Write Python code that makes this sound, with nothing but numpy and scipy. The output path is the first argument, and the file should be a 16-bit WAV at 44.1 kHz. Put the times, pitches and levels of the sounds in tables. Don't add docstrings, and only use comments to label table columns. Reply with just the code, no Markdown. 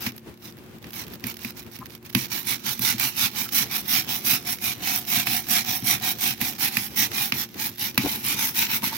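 import sys
import numpy as np
from scipy import signal
from scipy.fft import rfft, irfft, next_fast_len
from scipy.io import wavfile
from scipy.ndimage import uniform_filter1d

SR = 44100
rng = np.random.default_rng(int(sys.argv[2]) if len(sys.argv) > 2 else 0)


def master(y):
    cut = np.clip(np.atleast_2d(y).T, -1, 1)
    pcm = np.round(cut * 32767)
    wavfile.write(sys.argv[1], SR, pcm.astype(np.int16))


N = 395577
T = np.arange(N) / SR


def amp(db):
    return 10 ** (np.asarray(db) / 20)


def unit_rms(x):
    return x / np.sqrt(np.mean(x ** 2) + 1e-20)


def over_hz(rows, hz):
    row_hz, value = np.transpose(rows)
    return np.interp(np.log(hz + 1), np.log(row_hz + 1), value)


def over_time(rows):
    return np.interp(T, *np.transpose(rows))


def add(mix, start_s, sound):
    part = mix[:, max(round(start_s * SR), 0):][:, :sound.shape[1]]
    part += sound[:, :part.shape[1]]


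def wander(per_s):
    return np.interp(T * per_s, np.arange(4096), rng.standard_normal(4096))


def pan(left_db):
    gains = amp(np.array([left_db, -left_db]).reshape(2, -1) / 2)
    return gains / np.sqrt(np.mean(gains ** 2, 0))


def resonate(x, hz, width_hz):
    turn = np.exp(2j * np.pi * np.cumsum(hz * np.ones(N)) / SR)
    pole = np.exp(-np.pi * width_hz / SR)
    return 2 * (turn * signal.lfilter([1 - pole], [1, -pole], x / turn)).real


# frequency_hz, correlation
MIC_LIKENESS = [(50, 0.17), (130, 0.91), (300, 0.67), (700, 0.47), (1400, 0.13), (3000, 0), (16000, 0.035)]
def colour(pair, spectrum):
    size = next_fast_len(pair.shape[1])
    hz = np.fft.rfftfreq(size, 1 / SR)
    left, other = rfft(pair, size)
    likeness = over_hz(MIC_LIKENESS, hz)
    right = likeness * left + np.sqrt(1 - likeness ** 2) * other
    shaped = np.array([left, right]) * amp(over_hz(spectrum, hz))
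    return unit_rms(irfft(shaped, size)[:, :pair.shape[1]])


# frequency_hz, relative_db
AIR_SPECTRUM = [(20, -66), (60, -4.5), (130, -1.5), (330, -3.5), (430, -8.5), (600, -15), (2600, -21),
                (8000, -32.5), (16000, -29.5)]
# pitch_hz, level_db
PUMP_TONES = [(113, -58), (226, -55), (355.3, -56)]
def garden(air_db=-47.5, waver_db=4.0):
    air = colour(rng.standard_normal((2, N)), AIR_SPECTRUM) * amp(air_db + waver_db * wander(25))
    hum = sum(amp(db) * np.sqrt(2) * np.sin(2 * np.pi * hz * T + 1.23 * wander(6.5))
              for hz, db in PUMP_TONES)
    return (air + hum) * pan(0.8)


# start_s, pitch_hz, level_db, length_s
JUDDER_CHIRPS = [(1.8, 1033, -37, 0.045), (3.452, 1356, -38.5, 0.032), (8.025, 288.5, -21.5, 0.067),
                 (8.038, 753, -29, 0.057), (8.822, 926, -29.5, 0.03), (8.906, 884, -35.5, 0.05)]
def judders(roughness=0.79, glide=0.025):
    out = np.zeros((2, N))
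    for start_s, hz, db, length_s in JUDDER_CHIRPS:
        progress = np.linspace(0, 1, int(length_s * SR))
        shake = roughness * unit_rms(uniform_filter1d(rng.standard_normal(4096), 90))[:len(progress)]
        cycles = np.cumsum(hz * (1 + glide * (progress - .5) + 0.058 * shake)) / SR
        envelope = amp(db) * np.sin(np.pi * progress) ** 2 * (1 + shake)
        add(out, start_s, envelope * np.sin(2 * np.pi * cycles) * pan(4))
    return out


# time_s, left_db
BRUSH_PATH = [(0.0, 2), (0.1, -4.5), (2.37, -9.0), (3.82, -6.0), (6.92, -6), (8.82, -1.5), (8.97, -7)]
def brush_pan():
    return pan(over_time(BRUSH_PATH))


# start_s, crack_db, treble_db, handle_db
STRIKES = [(0.0652, -16.5, -17, -21.5), (.163, -32, 0, -48), (.842, -32, -21, -41), (0.958, -27, 7, -41),
           (1.2398, -20, -19, -26), (1.2683, -17, 1, -39), (1.447, -18.5, -16, -24), (1.788, -29, -7, -30),
           (2.149, -6.5, -15, -12.5), (2.7925, -15.5, -1, -24.5), (2.997, -11, -7, -40),
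           (5.2696, -11.5, -15.5, -26.5), (6.4135, -10, -8, -20), (6.769, -7, -12, -24),
           (7.3212, -9, -23, -24.5), (7.977, -4.5, -15.5, -15)]
# frequency_hz, relative_db
STRIKE_SPECTRUM = [(300, -25), (800, -3), (1120, 0.5), (1400, -7.5), (1750, 3.5), (2450, 10.5),
                   (3100, -0.5), (3900, -0.5), (4700, -1.5), (5600, -1.5), (8200, -11.5), (12000, 6),
                   (16000, 3)]
def knocks(rise_s=0.0013, ring=0.074, ring_s=0.041, gain_db=-6.0):
    out, t = np.zeros((2, N)), np.arange(2048) / SR
    envelope = t / rise_s * np.exp(-t / rise_s) + ring * np.exp(-t / ring_s)
    for start_s, crack_db, treble_db, _ in STRIKES:
        spectrum = [(hz, db + (treble_db + 8.5) * (hz > 8000)) for hz, db in STRIKE_SPECTRUM]
        crack = colour(rng.standard_normal((2, len(t))), spectrum) * envelope
        attack = crack[:, :SR // 250].std(axis=1, keepdims=True)
        add(out, start_s, amp(crack_db + gain_db) * crack / attack)
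    return out * brush_pan()


# start_s, relative_db
BUMPS = [(2.941, -22.5), (3.604, -25), (4.325, -26.5), (5.169, -24), (5.824, -25.5), (8.831, -23)]
# pitch_hz, relative_db, t60_s
HANDLE_MODES = [(124, 3.5, 0.11), (208.3, 7.5, 0.09), (239.3, 10, 0.075), (311.6, -7, 0.15)]
def handle_thumps(gain_db=-1, rise_s=0.01, lag_s=.002):
    out, t = np.zeros((2, N)), np.arange(8000) / SR
    jolts = [(start_s + lag_s, db) for start_s, _, _, db in STRIKES] + list(BUMPS)
    for start_s, jolt_db in jolts:
        ring = sum(amp(db - 60 * t / t60_s) * np.sin(2 * np.pi * hz * rng.uniform(0.96, 1.05) * t)
                   for hz, db, t60_s in HANDLE_MODES)
        ring *= 1 - np.exp(-t / rise_s)
        add(out, start_s, amp(jolt_db + gain_db) * ring / abs(ring).max() * pan(3))
    return out


# frequency_hz, relative_db
RUMBLE_SPECTRUM = [(20, -60), (45, -42), (120, 2.5), (163, -7.5), (212, 3), (300, -4.5), (420, -23.5),
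                   (1000, -59)]
def handle_rumble(scrape, far, gain_db=-26, far_db=1.0, follow=0.51):
    rumble = colour(rng.standard_normal((2, N)), RUMBLE_SPECTRUM)
    return amp(gain_db + far_db * far) * scrape ** follow * rumble * pan(1.5)


def crackle(scrape, per_s=50, gain_db=-29, follow=0.29, spread_db=4, snap_s=0.0028):
    pops = (rng.random(N) < per_s / SR) * amp(spread_db * np.minimum(rng.exponential(1, N), 2.5))
    decays = signal.lfilter([1], [1, -np.exp(-1 / (snap_s * SR))], pops + 1e-9)
    bursts = decays * rng.standard_normal((2, N))
    snaps = colour(bursts, [(600, -8), (2300, 2.5), (5600, -0.5), (8400, -15), (13000, 3.0)])
    return amp(gain_db) * scrape ** follow * snaps


def steadied(pair):
    return pair / np.sqrt(abs(uniform_filter1d(pair ** 2, SR // 33, axis=1)) + 1e-9)


# frequency_hz, relative_db
RASP_SPECTRUM = [(250, -49), (540, -17), (740, -4), (900, -1.5), (1200, -3), (1550, -2), (3000, -16.5)]
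# time_s, pitch_hz
TUFT_PITCH = [(0, 1080), (2.4, 912), (4.2, 727), (6.2, 740), (8.9, 920)]
# time_s, relative_db
TUFT_RING = [(0, -31), (4.6, 1), (5.7, 23), (6.9, -2)]
def tuft_rasp():
    rasp = colour(rng.standard_normal((2, N)), RASP_SPECTRUM)
    pitch_hz = over_time(TUFT_PITCH) * (1 + 0.014 * wander(14))
    ring = unit_rms(resonate(rasp, pitch_hz, width_hz=47))
    return steadied(rasp + amp(over_time(TUFT_RING)) * ring)


def wire_flicks(per_s, spread_db, snap_s, ring, ring_s, contact_s=.2):
    out, t = np.zeros((2, N)), np.arange(2048) / SR
    envelope = np.exp(-t / snap_s) + ring * np.exp(-t / ring_s)
    for middle_s in np.arange(0, T[-1] + contact_s / 2, contact_s / 2):
        on = np.flatnonzero(abs(T - middle_s) < contact_s / 2)
        if len(on):
            size = rng.laplace(size=len(on))
            released = rng.random(len(on)) < per_s[on] / SR
            flicks = released * np.sign(size) * amp(spread_db * np.minimum(abs(size), 3.6))
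            load = np.cos(np.pi * (T[on] - middle_s) / contact_s)
            aim = 1 + np.sin(2 * np.pi * rng.random(len(on))) * np.array([[1], [-1]])
            tuft_voice = rng.standard_normal((2, len(t))) * envelope
            add(out, T[on[0]], signal.fftconvolve(flicks * load * aim, tuft_voice, axes=1))
    return out


# frequency_hz, relative_db
FIZZ_SPECTRUM = [(5000, -30), (8300, -11.5), (11000, -3.2), (13400, 1.5), (15700, -.3)]
def tip_fizz(per_s):
    flicks = wire_flicks(per_s, spread_db=5.5, snap_s=0.0001, ring=0.12, ring_s=0.011)
    return colour(flicks, FIZZ_SPECTRUM)


# frequency_hz, relative_db
SCRAPE_SPECTRUM = [(500, -41), (700, -17), (1250, -13), (1950, -6), (2260, -3), (3200, -6.5), (3850, -3.5),
                   (4650, -8), (5600, -4), (8400, -19), (11000, -88)]
# pitch_hz, width_hz, relative_db, far_end_gain_db
WIRE_MODES = [(2350, 160, -17.5, 6), (3920, 150, -33, 1), (5770, 370, -15, -12)]
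def shaft_scrape(per_s, scrape, far, swell_db=3):
    flicks = wire_flicks(per_s, spread_db=3.5, snap_s=0.00026, ring=0.29, ring_s=0.012)
    shafts = colour(flicks, SCRAPE_SPECTRUM)
    modes = np.zeros((2, N))
    for hz, width_hz, db, far_db in WIRE_MODES:
        mode = resonate(shafts, hz * (1 + 0.04 * wander(9)), width_hz)
        swell = amp(swell_db * wander(7.2))
        modes += unit_rms(mode * swell) * amp(db + far_db * far)
    return shafts + np.sqrt(scrape / scrape.max()) * modes


def off_stone(pair, bounce=.2, delay_s=.0009, travel=.3):
    delayed_s = T - delay_s * np.exp(travel * wander(8.2))
    reflection = np.array([np.interp(delayed_s, T, side) for side in pair])
    return steadied(pair + bounce * reflection)


# start_s, length_s, force_db
LIGHT_DABS = [(-0.095, 0.22, -34), (0.323, 0.21, -44.5), (0.825, 0.25, -37), (1.033, 0.14, -49.5),
              (1.187, 0.16, -35.5), (1.289, 0.26, -39.5), (1.515, 0.11, -40.5), (1.658, 0.14, -43.5),
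              (1.822, 0.17, -48.5), (2.016, 0.071, -44.5)]
# start_s, length_s, force_db
SCRUB_STROKES = [(2.129, 0.17, -32), (2.268, 0.21, -31), (2.432, 0.17, -25.5), (2.619, 0.18, -28.5),
                 (2.776, 0.21, -22), (2.966, 0.18, -23.5), (3.128, 0.2, -22.5), (3.324, 0.183, -28),
                 (3.49, 0.2, -22), (3.676, 0.182, -27.5), (3.841, 0.23, -22.5), (4.047, 0.19, -27.5),
                 (4.21, 0.22, -22.5), (4.434, 0.16, -29.3), (4.584, 0.2, -27), (4.784, 0.29, -25.6),
                 (5.037, 0.26, -24.3), (5.23, 0.24, -26), (5.45, 0.22, -22), (5.628, 0.22, -26.7),
                 (5.809, 0.21, -23), (5.994, 0.188, -26), (6.157, 0.23, -25), (6.372, 0.2, -28.5),
                 (6.563, 0.17, -23), (6.674, 0.28, -32), (6.927, 0.18, -22.5), (7.095, 0.26, -25.5),
                 (7.303, 0.198, -31), (7.554, 0.19, -29.5), (7.754, 0.19, -28.5), (7.953, 0.33, -30.5),
                 (8.2, 0.21, -26), (8.335, 0.23, -26.5), (8.506, 0.22, -24.5), (8.668, 0.16, -26),
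                 (8.8, 0.14, -27.8), (8.88, 0.23, -33)]
# lean (under 1 is fastest early), fizz_db, fizz_rise_db, rasp_db
DAB_SHAPE = (1.88, 2.7, -8, -6.5)
PUSH_SHAPE = (0.93, 3.05, -10, -15)
PULL_SHAPE = (0.74, 4.5, 10.3, -10.5)
def arm_strokes(bend_s=.031, bite_s=0.0059, held=0.82, press=1.274):
    moves = [(row, DAB_SHAPE) for row in LIGHT_DABS]
    moves += [(row, PULL_SHAPE if k % 2 else PUSH_SHAPE) for k, row in enumerate(SCRUB_STROKES)]
    power = np.full((3, N), 1e-10)
    for (start_s, length_s, force_db), (lean, fizz_db, fizz_rise_db, rasp_db) in moves:
        on = (T > start_s) & (T < start_s + length_s)
        progress = (T[on] - start_s) / length_s
        speed = abs(np.sin(np.pi * progress ** lean))
        loose = np.interp(T[on] - start_s, [bend_s, bend_s + bite_s], [held, 1])
        scrape = amp(force_db) * loose * np.tanh(press * speed ** 3.27)
        fizz = scrape * amp(fizz_db + fizz_rise_db * (progress - .5))
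        rasp = amp(force_db + rasp_db) * speed ** 1.76
        power[:, on] += np.array([scrape, fizz, rasp]) ** 2
    return np.sqrt(power)


def arm_reach():
    turns = [(start_s, 1 if k % 2 else -1) for k, (start_s, _, _) in enumerate(SCRUB_STROKES)]
    return over_time(turns) * (T > SCRUB_STROKES[0][0])


def brushing(grit_db=1.5, weed_db=1, creep_db=-15, scrape_db=1.09, fizz_db=1.84, rasp_db=-2):
    scrape, fizz, rasp = arm_strokes()
    far = arm_reach()
    creep = amp(creep_db) * uniform_filter1d(scrape, SR // 4)
    scrape, fizz = np.hypot(scrape, creep), np.hypot(fizz, creep)
    flicks_per_s = 300 + 130000 * scrape
    surface = unit_rms(amp(grit_db * wander(260) + weed_db * wander(55)))
    shafts = shaft_scrape(flicks_per_s, scrape, far)
    tips = tip_fizz(flicks_per_s)
    bright = amp(scrape_db) * scrape * off_stone(shafts) + amp(fizz_db) * fizz * off_stone(tips)
    low = amp(rasp_db) * rasp * tuft_rasp() * pan(1) + handle_rumble(scrape, far)
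    return (surface * bright + crackle(scrape)) * brush_pan() + surface * low


def scene():
    return brushing() + knocks() + handle_thumps() + judders() + garden()


def record(dry, cutoff_hz=16030):
    lowpass = signal.firwin(1023, cutoff_hz, window=("kaiser", 9), fs=SR)
    return signal.oaconvolve(dry, lowpass[None], "same")


dry = scene()
out = record(dry)
master(out)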